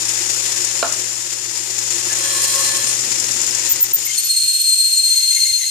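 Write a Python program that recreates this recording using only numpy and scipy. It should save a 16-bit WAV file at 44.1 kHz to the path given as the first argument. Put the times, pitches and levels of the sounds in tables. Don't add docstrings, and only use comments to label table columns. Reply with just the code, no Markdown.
import sys
import numpy as np
from scipy import signal
from scipy.fft import rfft, irfft
from scipy.io import wavfile
from scipy.ndimage import uniform_filter1d, minimum_filter1d, map_coordinates

SR = 44100
rng = np.random.default_rng(int(sys.argv[2]) if len(sys.argv) > 2 else 0)


def transcribe(u):
    v = np.clip(np.atleast_2d(u).T, -1, 1)
    q = np.round(v * 32767).astype(np.int16)
    wavfile.write(sys.argv[1], SR, q)


N = 251370
TIME = np.arange(N) / SR

# time in seconds, relative hiss level in dB.
FEED = [(0, -23), (.78, -24), (1.28, -28), (1.55, -27), (2.0, -23.5), (2.5, -22.5), (3.0, -23.5),
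        (3.65, -23.5), (4.0, -28), (4.22, -25.5), (4.4, -21.5), (4.9, -22.5), (5.4, -21.5), (5.7, -23.5)]
# peak time in seconds, pitch in Hz, nominal level in dB,
# half length in seconds.
SQUEAKS = [(2.123, 1730, -32, 0.019), (2.602, 1086, -32, 0.017), (2.883, 8630, -22, 0.015),
           (3.712, 14200, -12.5, 0.016), (3.824, 14140, -11, 0.016), (3.948, 14220, -8, 0.012),
           (4.069, 14150, -20, .005), (4.06, 11800, -24.5, 0.011), (4.073, 2190, -28.5, 0.0056),
           (4.103, 2130, -31.5, 0.0078), (4.126, 3150, -35.5, 0.019), (4.195, 11850, -22, 0.011),
           (4.256, 11900, -20.5, 0.016), (4.62, 11970, -21.5, 0.0073), (4.971, 6980, -17.5, 0.01),
           (5.19, 6300, -33, .007), (5.32, 6430, -27, 0.008), (5.322, 2080, -36.5, .008),
           (5.35, 7100, -20, 0.0068), (5.374, 2160, -29.5, .011), (5.376, 10600, -27, .011),
           (5.462, 2105, -35, 0.013), (5.465, 6800, -19, 0.0086), (5.508, 6300, -26, 0.0072),
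           (5.509, 2116, -35, 0.01), (5.615, 6530, -38, 0.0062), (5.631, 2070, -33.5, 0.021),
           (5.632, 4120, -24, 0.014), (5.678, 6700, -21, 0.004)]
# time in seconds, relative peak in dB.
SNAPS = [(.09, -7), (0.114, -14), (.5038, -19), (.622, -14), (0.647, -3), (.651, -24), (0.924, -10),
         (1.1558, -13), (1.789, -10.5), (1.906, -13), (1.9974, -17), (2.6644, -10), (2.765, -10),
         (2.769, -10), (3.008, -11), (3.199, -1), (3.3029, -22), (3.318, -8), (3.416, -6), (3.465, -9),
         (3.5085, -9), (3.5493, -6)]
# frequency in Hz, relative level in dB, 60 dB decay time in seconds.
KNOCK_MODES = [(273.5, -31, 0.88), (375, -33, 0.62), (615, -26, 0.23), (678, -18, 0.18), (800, -28, .13),
               (950, -28, 0.1), (1060, -1, 0.0081), (1130, -34, .12), (1285, -24, 0.28),
               (1370, -16.5, 0.12), (1470, -28, 0.052), (2030, -28, .03)]
# frequency in Hz, width in Hz, relative level in dB.
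TUBE_MODES = [(556, 14, -2), (1083, 22, -.5), (1730, 17, 1.5), (2450, 35, -10), (3250, 26, -.5),
              (4120, 90, 0), (8660, 150, 0), (13000, 600, -18)]
# time in seconds, relative ring level in dB, relative thud level in dB,
# softness of the contact in seconds.
KNOCKS = [(.8277, -.5, -37, .00003), (2.114, -18, -39, .007), (5.516, -52, -31.5, .002)]
# time in seconds, dip in dB, recovery in seconds.
DIPS = [(.835, 4.5, 0.022), (3.816, 6, 0.029), (3.927, 7.5, 0.043)]
# time in seconds, extra treble in dB.
RIPS = [(2.325, 4), (2.418, 13.5), (2.478, 4.5), (2.592, 6), (2.865, 8)]
# time in seconds, dip in dB, half length in seconds.
LAPSES = [(4.357, 13, 0.0031), (4.396, 7, 0.0028), (4.473, 6.5, 0.0042), (4.528, 8.5, 0.0041),
          (4.599, 5, 0.019), (4.635, 13.5, 0.0038), (4.751, 14.5, 0.0037), (4.836, 2, .002),
          (4.888, 2, 0.0057), (4.914, 3, 0.013), (5.02, 8, 0.0037), (5.094, 5.5, 0.0047),
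          (5.155, 6.5, 0.0035), (5.22, 9.5, 0.0036), (5.265, 4, 0.0024), (5.344, 9.5, 0.0026),
          (5.388, 8.5, 0.0048), (5.457, 6.5, .004), (5.482, 7, 0.0053), (5.522, 11, 0.0044),
          (5.606, 7.5, 0.0093), (5.631, 8.5, 0.013)]
# start in seconds, end in seconds, relative level in dB.
JUDDERS = [(4.063, 4.22, -25), (4.33, 4.395, -26), (5.065, 5.277, -23), (5.3, 5.72, -22)]
# frequency in Hz, left minus right in dB.
BEAM = [(500, -82), (1500, -3.5), (3000, -2.5), (5000, 1.5), (7000, 8.5), (8500, -6.5), (10000, -5.5),
        (12500, 2)]

# frequency in Hz, relative spectral level in dB.
CUT_COLOUR = [(60, -42), (400, -31), (1000, -26), (2000, -16.5), (3000, -12.5), (3800, -12.5), (4750, -9.5),
              (5080, -6), (5400, -5.5), (5900, -5), (6300, -5), (6750, 0), (7200, 0.6), (7600, -6.5),
              (8600, -8), (9500, -15), (11500, -18.5), (13000, -25), (14500, -35)]
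RUB_COLOUR = [(900, -43), (1600, -18.5), (2150, -18), (2600, -7.5), (3500, -5.5), (4400, -2), (5400, -5),
              (6500, 4), (7050, 5.5), (7800, -2), (8600, 8), (9600, -6), (11200, -5.5), (12300, -2),
              (14400, -19)]
RASP_COLOUR = [(200, -16), (450, 3), (700, -3.5), (1000, 0), (1400, -4), (1900, 2.5), (2600, -4),
               (4000, -23)]
BENCH_COLOUR = [(25, -45), (60, -42), (100, -0.5), (160, -9.5), (240, -6.5), (295, -11), (330, 10.5),
                (370, 7), (410, -2.5), (600, -42), (1000, -16.5)]
RATTLE_COLOUR = [(45, -30), (110, 9), (170, 6), (260, 10), (380, -15), (480, 8), (700, -7), (1500, -7),
                 (3000, -21)]
CRACK_COLOUR = [(60, -40), (350, -20), (600, 3), (1500, 3), (2400, -3), (4200, -3), (8000, -32)]
WOOD_COLOUR = [(60, -44), (400, -10), (560, -6), (1420, 0), (1800, -11), (5000, -48)]
SNAP_COLOUR = [(100, -60), (2000, -34), (4200, -25), (5200, 3.5), (6200, -2), (7000, 8.5), (8500, -4),
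               (10000, -8), (14500, -21.5)]
SCRAPE_COLOUR = [(2500, -32), (4800, 3), (7800, 5), (10000, -7), (12500, -1), (14500, -10)]
HOARSE_COLOUR = [(1300, -41), (1900, -13.5), (2140, 16), (2400, -22), (2750, 12), (3400, -54)]

# start in seconds, rise in seconds, end in seconds, fall in seconds.
DEEP_CUT = (2, 0.29, 3.14, 0.55)
SCRAPING = (2.3, 0.17, 2.81, 0.2)
CHATTERING = (2.134, 0.14, 2.964, 0.17)
LOOSE_TUBE = (2.41, 0.8, 4.28, 1.38)
SQUEALING = (4.272, .025, 5.86, .4)
OVERTONES = (4.268, .025, 5.78, .72)

SPINDLE_HZ, MAINS_HZ = 8.09, 60
SLIDE_S, SLIDE_RISE_S, LOW_FADE_S, LOW_FADE_LENGTH_S, RUB_S = 3.97, 0.35, 3.98, 0.52, 4.185
USUAL_FEED_DB = -23
DIP_ONSET_S = 0.0085
CHIPS_PER_S, CHIP_FORCE, CHIP_DECAY_S = 70, .26, .003

BRIGHT_DB, DEEP_BRIGHT_DB, RUB_BRIGHT_DB = 0.1, 1.5, -3.5
HISS_PAN_DB, DEEP_PAN_DB, RUB_PAN_DB = 10, -4.5, -4
SNAP_DECAY_S, RIP_S = .005, 0.049
SCRAPE_DB, SCRAPE_RIP_SHARE = -29, .8
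PORT_LAG, SQUEAL_LAG = 18, 1
HISS_COMB_DB, RASP_COMB_DB = 1.7, 3.8

RASP_DB, RASP_DROP_DB = -35, 52
HUM_DB, HUM_DROP_DB = -45, 21
BENCH_DB, BENCH_DROP_DB = -39.5, 25
CHATTER_DB, RATTLE_DB = -25.5, -40.5
CHATTER_HOLD, MODE_SWELL_DB = .4, 1.0

SQUEAL_HZ, SHARP_HZ, SETTLE_S, LIGHT_GRIP_HZ = 4206, 80, .22, 60
SQUEAL_DB, OCTAVE_DB, THIRD_DB = -11.9, -14.5, -28
CATCH_DB, CATCH_HALF_S, CATCH_OVERTONES_DB = -3.5, .008, 3
WHISPER_DB, WHISPER_S, WHISPER_RISE_S = -13, 4.09, 0.15
COLD_DB, WARM_UP_S = 3, 0.54
BREAKS_PER_S, BREAKS_GROWTH, BREAK_DIP_DB, BREAK_RECOVERY_S = 35, 45, 6.5, .0024
SQUEAK_GLIDE = 0.004
JUDDER_EDGE_S, JUDDER_WET_DB, HOARSE_DB = 0.011, -7, -23

THUD_S = 0.0019
WALL_ECHO_S, WALL_ECHO_DB = 0.017, -21
KNOCK_ROOM_T60_S = .38
TOP_HZ = 14650


def undb(db):
    return 10 ** (np.asarray(db) / 20)


def curve(rows):
    s, *columns = np.transpose(rows)
    return [np.interp(TIME, s, c) for c in columns]


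def unit(x):
    return x / np.sqrt(np.mean(x ** 2, axis=-1, keepdims=True))


def pan(balance_db):
    gains = undb(np.array([[.5], [-.5]]) * balance_db)
    return gains / np.sqrt(np.mean(gains ** 2, axis=0))


def walk(rate):
    knots = rng.standard_normal(4096)
    return unit(map_coordinates(knots, [TIME * rate], order=3, mode="wrap"))


def ramp(start, length):
    return np.clip((TIME - start) / max(length, .001), 0, 1)


def stage(start, rise, end, fall):
    return ramp(start, rise) * (1 - ramp(end - fall, fall))


def bump(s, half_s):
    return np.exp(-((TIME - s) / half_s) ** 2 / 2)


def shape(points):
    hz, db = np.transpose(points)
    return np.interp(np.log(np.fft.rfftfreq(N, 1 / SR) + 1), np.log(hz), db)


def colour(x, points):
    return unit(irfft(rfft(x) * undb(shape(points)), N))


def workshop(x, wet_db, t60, lag=0):
    tail = rng.standard_normal((2, N)) * undb(-60 * TIME / t60) * (TIME > .001)
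    echoes = unit(signal.fftconvolve(tail, x[None], axes=1)[:, :N])
    direct = unit(np.array([x, np.pad(x, (lag, 0))[:N]]))
    return unit(direct + undb(wet_db) * echoes) * np.std(x)


def scatter(x, depth_db, spacing_hz):
    place = np.fft.rfftfreq(N, 1 / SR) / spacing_hz
    comb = np.array([map_coordinates(rng.standard_normal(2048), [place], order=3, mode="wrap") for _ in range(2)])
    return unit(irfft(rfft(x) * undb(depth_db * comb), N))


def fractures(per_s, spread_db):
    chance = rng.random(N)
    size = np.minimum(rng.exponential(size=N), 5)
    return unit((chance < per_s / SR) * rng.choice([-1, 1], N) * undb(spread_db * size))


def crackle(per_s, spread_db, shared, lag=0):
    both, left, right = (fractures(per_s, spread_db) for _ in range(3))
    common = np.array([both, np.pad(both, (lag, 0))[:N]])
    return np.sqrt(shared) * common + np.sqrt(1 - shared) * np.array([left, right])


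def feed():
    dips = 0
    for s, db, recovery_s in DIPS:
        recovery = np.exp(-(np.maximum(TIME - s, 0) / recovery_s) ** 2)
        dips = dips + db * ramp(s - DIP_ONSET_S, DIP_ONSET_S) * recovery
    return curve(FEED)[0] - dips


def bites(uneven_db, flutter_db, ripple, count=24):
    heights = rng.standard_normal(count)
    heights = unit(heights - np.roll(heights, 2))
    teeth = np.interp(TIME * SPINDLE_HZ, np.arange(count) / count, heights, period=1)
    torque = 1 + ripple * np.cos(2 * np.pi * 4 * MAINS_HZ * TIME)
    breaks = (rng.random(N) < CHIPS_PER_S / SR) * rng.uniform(.5, 2, N)
    chips = signal.lfilter([CHIP_FORCE], [1, -np.exp(-1 / (CHIP_DECAY_S * SR))], breaks)
    return undb(uneven_db * teeth + flutter_db * walk(90)) * torque * (1 + chips)


def machine(force, effort_db, lows_faded, waver_db=5):
    phase = 2 * np.pi * 2 * MAINS_HZ * TIME
    partials = sum(undb(db + 0.54 * walk(9.1)) * np.sin((k + 1) * phase) for k, db in enumerate([0, -15, -8]))
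    hum_db = HUM_DB + 0.81 * effort_db + lows_faded * (waver_db * walk(16) - HUM_DROP_DB)
    hum = unit(partials) * undb(hum_db)
    bench_db = BENCH_DB + effort_db - BENCH_DROP_DB * lows_faded + (1.05 + 4.3 * lows_faded) * walk(13)
    shaking = crackle(per_s=2500, spread_db=2.0, shared=0.55) * force
    rumble = colour(shaking, BENCH_COLOUR) * undb(bench_db)
    rattle = colour(fractures(180, 3.5), RATTLE_COLOUR) * undb(RATTLE_DB) * stage(*LOOSE_TUBE)
    return hum * pan(2.7) + (rumble + workshop(rattle, wet_db=-1.5, t60=0.22)) * pan(2.1)


def knocks(thud_hz=85):
    blows, thuds = 0, 0
    crack = colour(rng.standard_normal(N), CRACK_COLOUR)
    wood = colour(rng.standard_normal(N), WOOD_COLOUR)
    for s, ring_db, thud_db, soft_s in KNOCKS:
        age = np.maximum(TIME - s, 0)
        ring = sum(undb(db - 60 * age / t60) * np.sin(2 * np.pi * hz * age) for hz, db, t60 in KNOCK_MODES)
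        burst = undb(-4.5) * crack * np.exp(-age / 0.0019) + undb(-24) * wood * np.exp(-age / 0.013)
        echo_swing = (age > WALL_ECHO_S) * np.exp(-abs(age - WALL_ECHO_S) / 0.016)
        echo = undb(WALL_ECHO_DB) * wood * echo_swing
        blows = blows + undb(ring_db) * (ring + burst + echo) * (1 - np.exp(-age / soft_s))
        thud_swing = age / THUD_S * np.exp(1 - age / THUD_S) / 2
        thuds = thuds + undb(thud_db) * np.sin(2 * np.pi * thud_hz * age) * thud_swing
    blows = signal.sosfilt(signal.butter(3, 380, "high", fs=SR, output="sos"), blows)
    return workshop(blows, wet_db=-5.5, t60=KNOCK_ROOM_T60_S) * pan(-5.5) + thuds


def tube(force, effort_db, lows_faded):
    teeth = scatter(crackle(per_s=5000, spread_db=2.0, shared=0.13), depth_db=RASP_COMB_DB, spacing_hz=24.95)
    rasp_db = RASP_DB + effort_db - RASP_DROP_DB * lows_faded ** 1.4
    rasp = colour(teeth * force, RASP_COLOUR) * undb(rasp_db)
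    freq = np.fft.rfftfreq(N, 1 / SR)
    drive = rfft(crackle(per_s=3000, spread_db=2.5, shared=0.2) * force)
    ring = 0
    for hz, width, db in TUBE_MODES:
        response = 1j * freq * width / (hz ** 2 - freq ** 2 + 1j * freq * width)
        free = irfft(drive * response, N)
        held = unit(free / abs(signal.hilbert(free)) ** CHATTER_HOLD) * np.std(free)
        ring = ring + held * undb(db + MODE_SWELL_DB * walk(18))
    chatter = unit(ring) * undb(CHATTER_DB) * stage(*CHATTERING)
    return rasp * pan(5.9) + chatter * pan(-0.69)


def judder(throb, hz=2135):
    spells = sum(undb(db) * stage(start, JUDDER_EDGE_S, end, JUDDER_EDGE_S) for start, end, db in JUDDERS)
    phase = 2 * np.pi * np.cumsum(hz + 30 * walk(60) + 50 * walk(900)) / SR
    tone = unit(undb(-23) * np.sin(phase) + np.sin(3 * phase) + undb(-13) * np.sin(5 * phase))
    screech = colour(fractures(2200, 0.94), [(5400, -62), (6300, -6), (6900, 37), (7250, -45), (8200, -51)])
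    bursts = spells * undb(-4.5 + 2.5 * throb + 7 * np.tanh(walk(120)))
    voice = (tone + undb(-14.5) * screech) * bursts
    noise = colour(crackle(per_s=900, spread_db=1.5, shared=0.3), HOARSE_COLOUR)
    rasp = noise * spells * undb(HOARSE_DB + 2 * walk(90))
    return workshop(voice, wet_db=JUDDER_WET_DB, t60=0.048, lag=SQUEAL_LAG) * pan(26.0) + rasp


def squeaks():
    hoarse = ramp(RUB_S, 1)
    waver_hz = (40 + 15 * hoarse) * walk(700)
    grip = undb(3.2 * walk(320) - 2 * hoarse)
    out = 0
    for s, hz, db, half_s in SQUEAKS:
        age = np.clip((TIME - s) / half_s, -6, 6)
        phase = 2 * np.pi * np.cumsum(hz * (1 + SQUEAK_GLIDE * np.tanh(age)) + waver_hz) / SR
        out = out + undb(db) * np.exp(-age ** 4 / 2) * np.sqrt(2) * np.sin(phase)
    return workshop(out * grip, wet_db=-13, t60=.2, lag=SQUEAL_LAG) * pan(1.5)


def squeal(throb):
    catch = bump(RUB_S, CATCH_HALF_S)
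    whisper = undb(WHISPER_DB) * ramp(WHISPER_S, WHISPER_RISE_S)
    held = np.maximum(undb(CATCH_DB) * catch + whisper, stage(*SQUEALING))
    firm = np.maximum(undb(CATCH_OVERTONES_DB) * catch + whisper, stage(*OVERTONES))
    light = 1 - np.maximum(catch, ramp(*SQUEALING[:2]))
    slips = rng.random(N) < (BREAKS_PER_S + BREAKS_GROWTH * (TIME - RUB_S)) / SR
    breaks = signal.lfilter([BREAK_DIP_DB], [1, -np.exp(-1 / (BREAK_RECOVERY_S * SR))], slips)
    breaks = uniform_filter1d(breaks, size=50)
    lapses = sum(db * bump(s, half_s) for s, db, half_s in LAPSES)
    contact = undb(-lapses - breaks)
    grip = (1 + .75 * throb) ** .29 * contact * undb(.4 * walk(200) + .3 * walk(520))
    grip = grip * undb(-COLD_DB * (1 - ramp(RUB_S, WARM_UP_S)))
    sharp_hz = SHARP_HZ * np.exp(-np.maximum(TIME - RUB_S, 0) / SETTLE_S)
    hz = SQUEAL_HZ + sharp_hz + LIGHT_GRIP_HZ * (light + 1 - contact)
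    hz = hz + 5 * walk(22) + 12 * walk(600) - 4 * throb + 5 * unit(np.gradient(throb))
    phase = 2 * np.pi * np.cumsum(hz) / SR
    # envelope, level in dB, left minus right in dB
    partials = [(held, SQUEAL_DB, 5), (firm, OCTAVE_DB, -5), (firm, THIRD_DB, 4)]
    out = 0
    for k, (swing, db, pan_db) in enumerate(partials):
        lobes = 1 + .19 * (k + 1) * np.array([walk(170) + 1j * walk(170) for _ in range(2)])
        partial = grip * swing * undb(db) * np.sin((k + 1) * phase)
        tone = workshop(partial, wet_db=-11, t60=.1, lag=SQUEAL_LAG)
        out = out + np.real(signal.hilbert(tone) * lobes) / np.mean(abs(lobes)) * pan(pan_db)
    return out


def snaps(decay_s):
    burst = sum(undb(db) * (TIME >= s) * np.exp(-abs(TIME - s) / decay_s) for s, db in SNAPS)
    return burst * colour(rng.standard_normal((2, N)), SNAP_COLOUR)


def saw(force, hiss_db, deep, throb):
    rubbing = ramp(SLIDE_S, SLIDE_RISE_S)
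    rim = crackle(per_s=18000, spread_db=2.0, shared=0.23, lag=PORT_LAG)
    rim = scatter(rim, depth_db=HISS_COMB_DB, spacing_hz=58.46)
    tearing = colour(rim * force, CUT_COLOUR)
    sliding = colour(rim * undb(0.13 * throb), RUB_COLOUR)
    blend = np.sqrt(1 - rubbing) * tearing + undb(-3.5) * np.sqrt(rubbing) * sliding
    hiss = undb(hiss_db + 5.0 + 0.2 * walk(18)) * blend
    sound = hiss + undb(-4.0) * snaps(SNAP_DECAY_S)
    rips = sum(db * (TIME > s) * np.exp(-abs(TIME - s) / RIP_S) for s, db in RIPS)
    bright_db = BRIGHT_DB + DEEP_BRIGHT_DB * deep + RUB_BRIGHT_DB * rubbing + rips + 0.72 * walk(28)
    treble = irfft(rfft(sound) * undb(shape([(7400, -28), (9000, -6.5)])), N)
    sound = sound + treble * (undb(bright_db) - 1)
    beamed = irfft(rfft(sound) * pan(shape(BEAM) + 8) / pan(9.6), N)
    pan_db = HISS_PAN_DB + DEEP_PAN_DB * deep + RUB_PAN_DB * rubbing
    coarse = colour(crackle(per_s=2500, spread_db=2.5, shared=0.2), SCRAPE_COLOUR)
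    scrape = coarse * force * undb(SCRAPE_DB + SCRAPE_RIP_SHARE * rips + 2.5 * walk(70))
    return beamed * pan(pan_db) + scrape * stage(*SCRAPING)


def scene():
    force = bites(uneven_db=0.83, flutter_db=0.76, ripple=0.096)
    hiss_db, deep, lows_faded = feed(), stage(*DEEP_CUT), ramp(LOW_FADE_S, LOW_FADE_LENGTH_S)
    effort_db = hiss_db - USUAL_FEED_DB
    throb = np.cos(2 * np.pi * 2 * SPINDLE_HZ * (TIME - RUB_S) + .35 * walk(22))
    background = machine(force, effort_db, lows_faded) + knocks()
    rubbing = judder(throb) + squeaks() + squeal(throb)
    return background + tube(force, effort_db, lows_faded) + rubbing + saw(force, hiss_db, deep, throb)


def record(dry):
    sound = signal.sosfilt(signal.ellip(10, .2, 80, TOP_HZ, fs=SR, output="sos"), dry)
    headroom = np.minimum(1, .97 / (abs(sound).max(axis=0) + 1e-9))
    return sound * uniform_filter1d(minimum_filter1d(headroom, size=201), size=201)


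dry = scene()
out = record(dry)
transcribe(out)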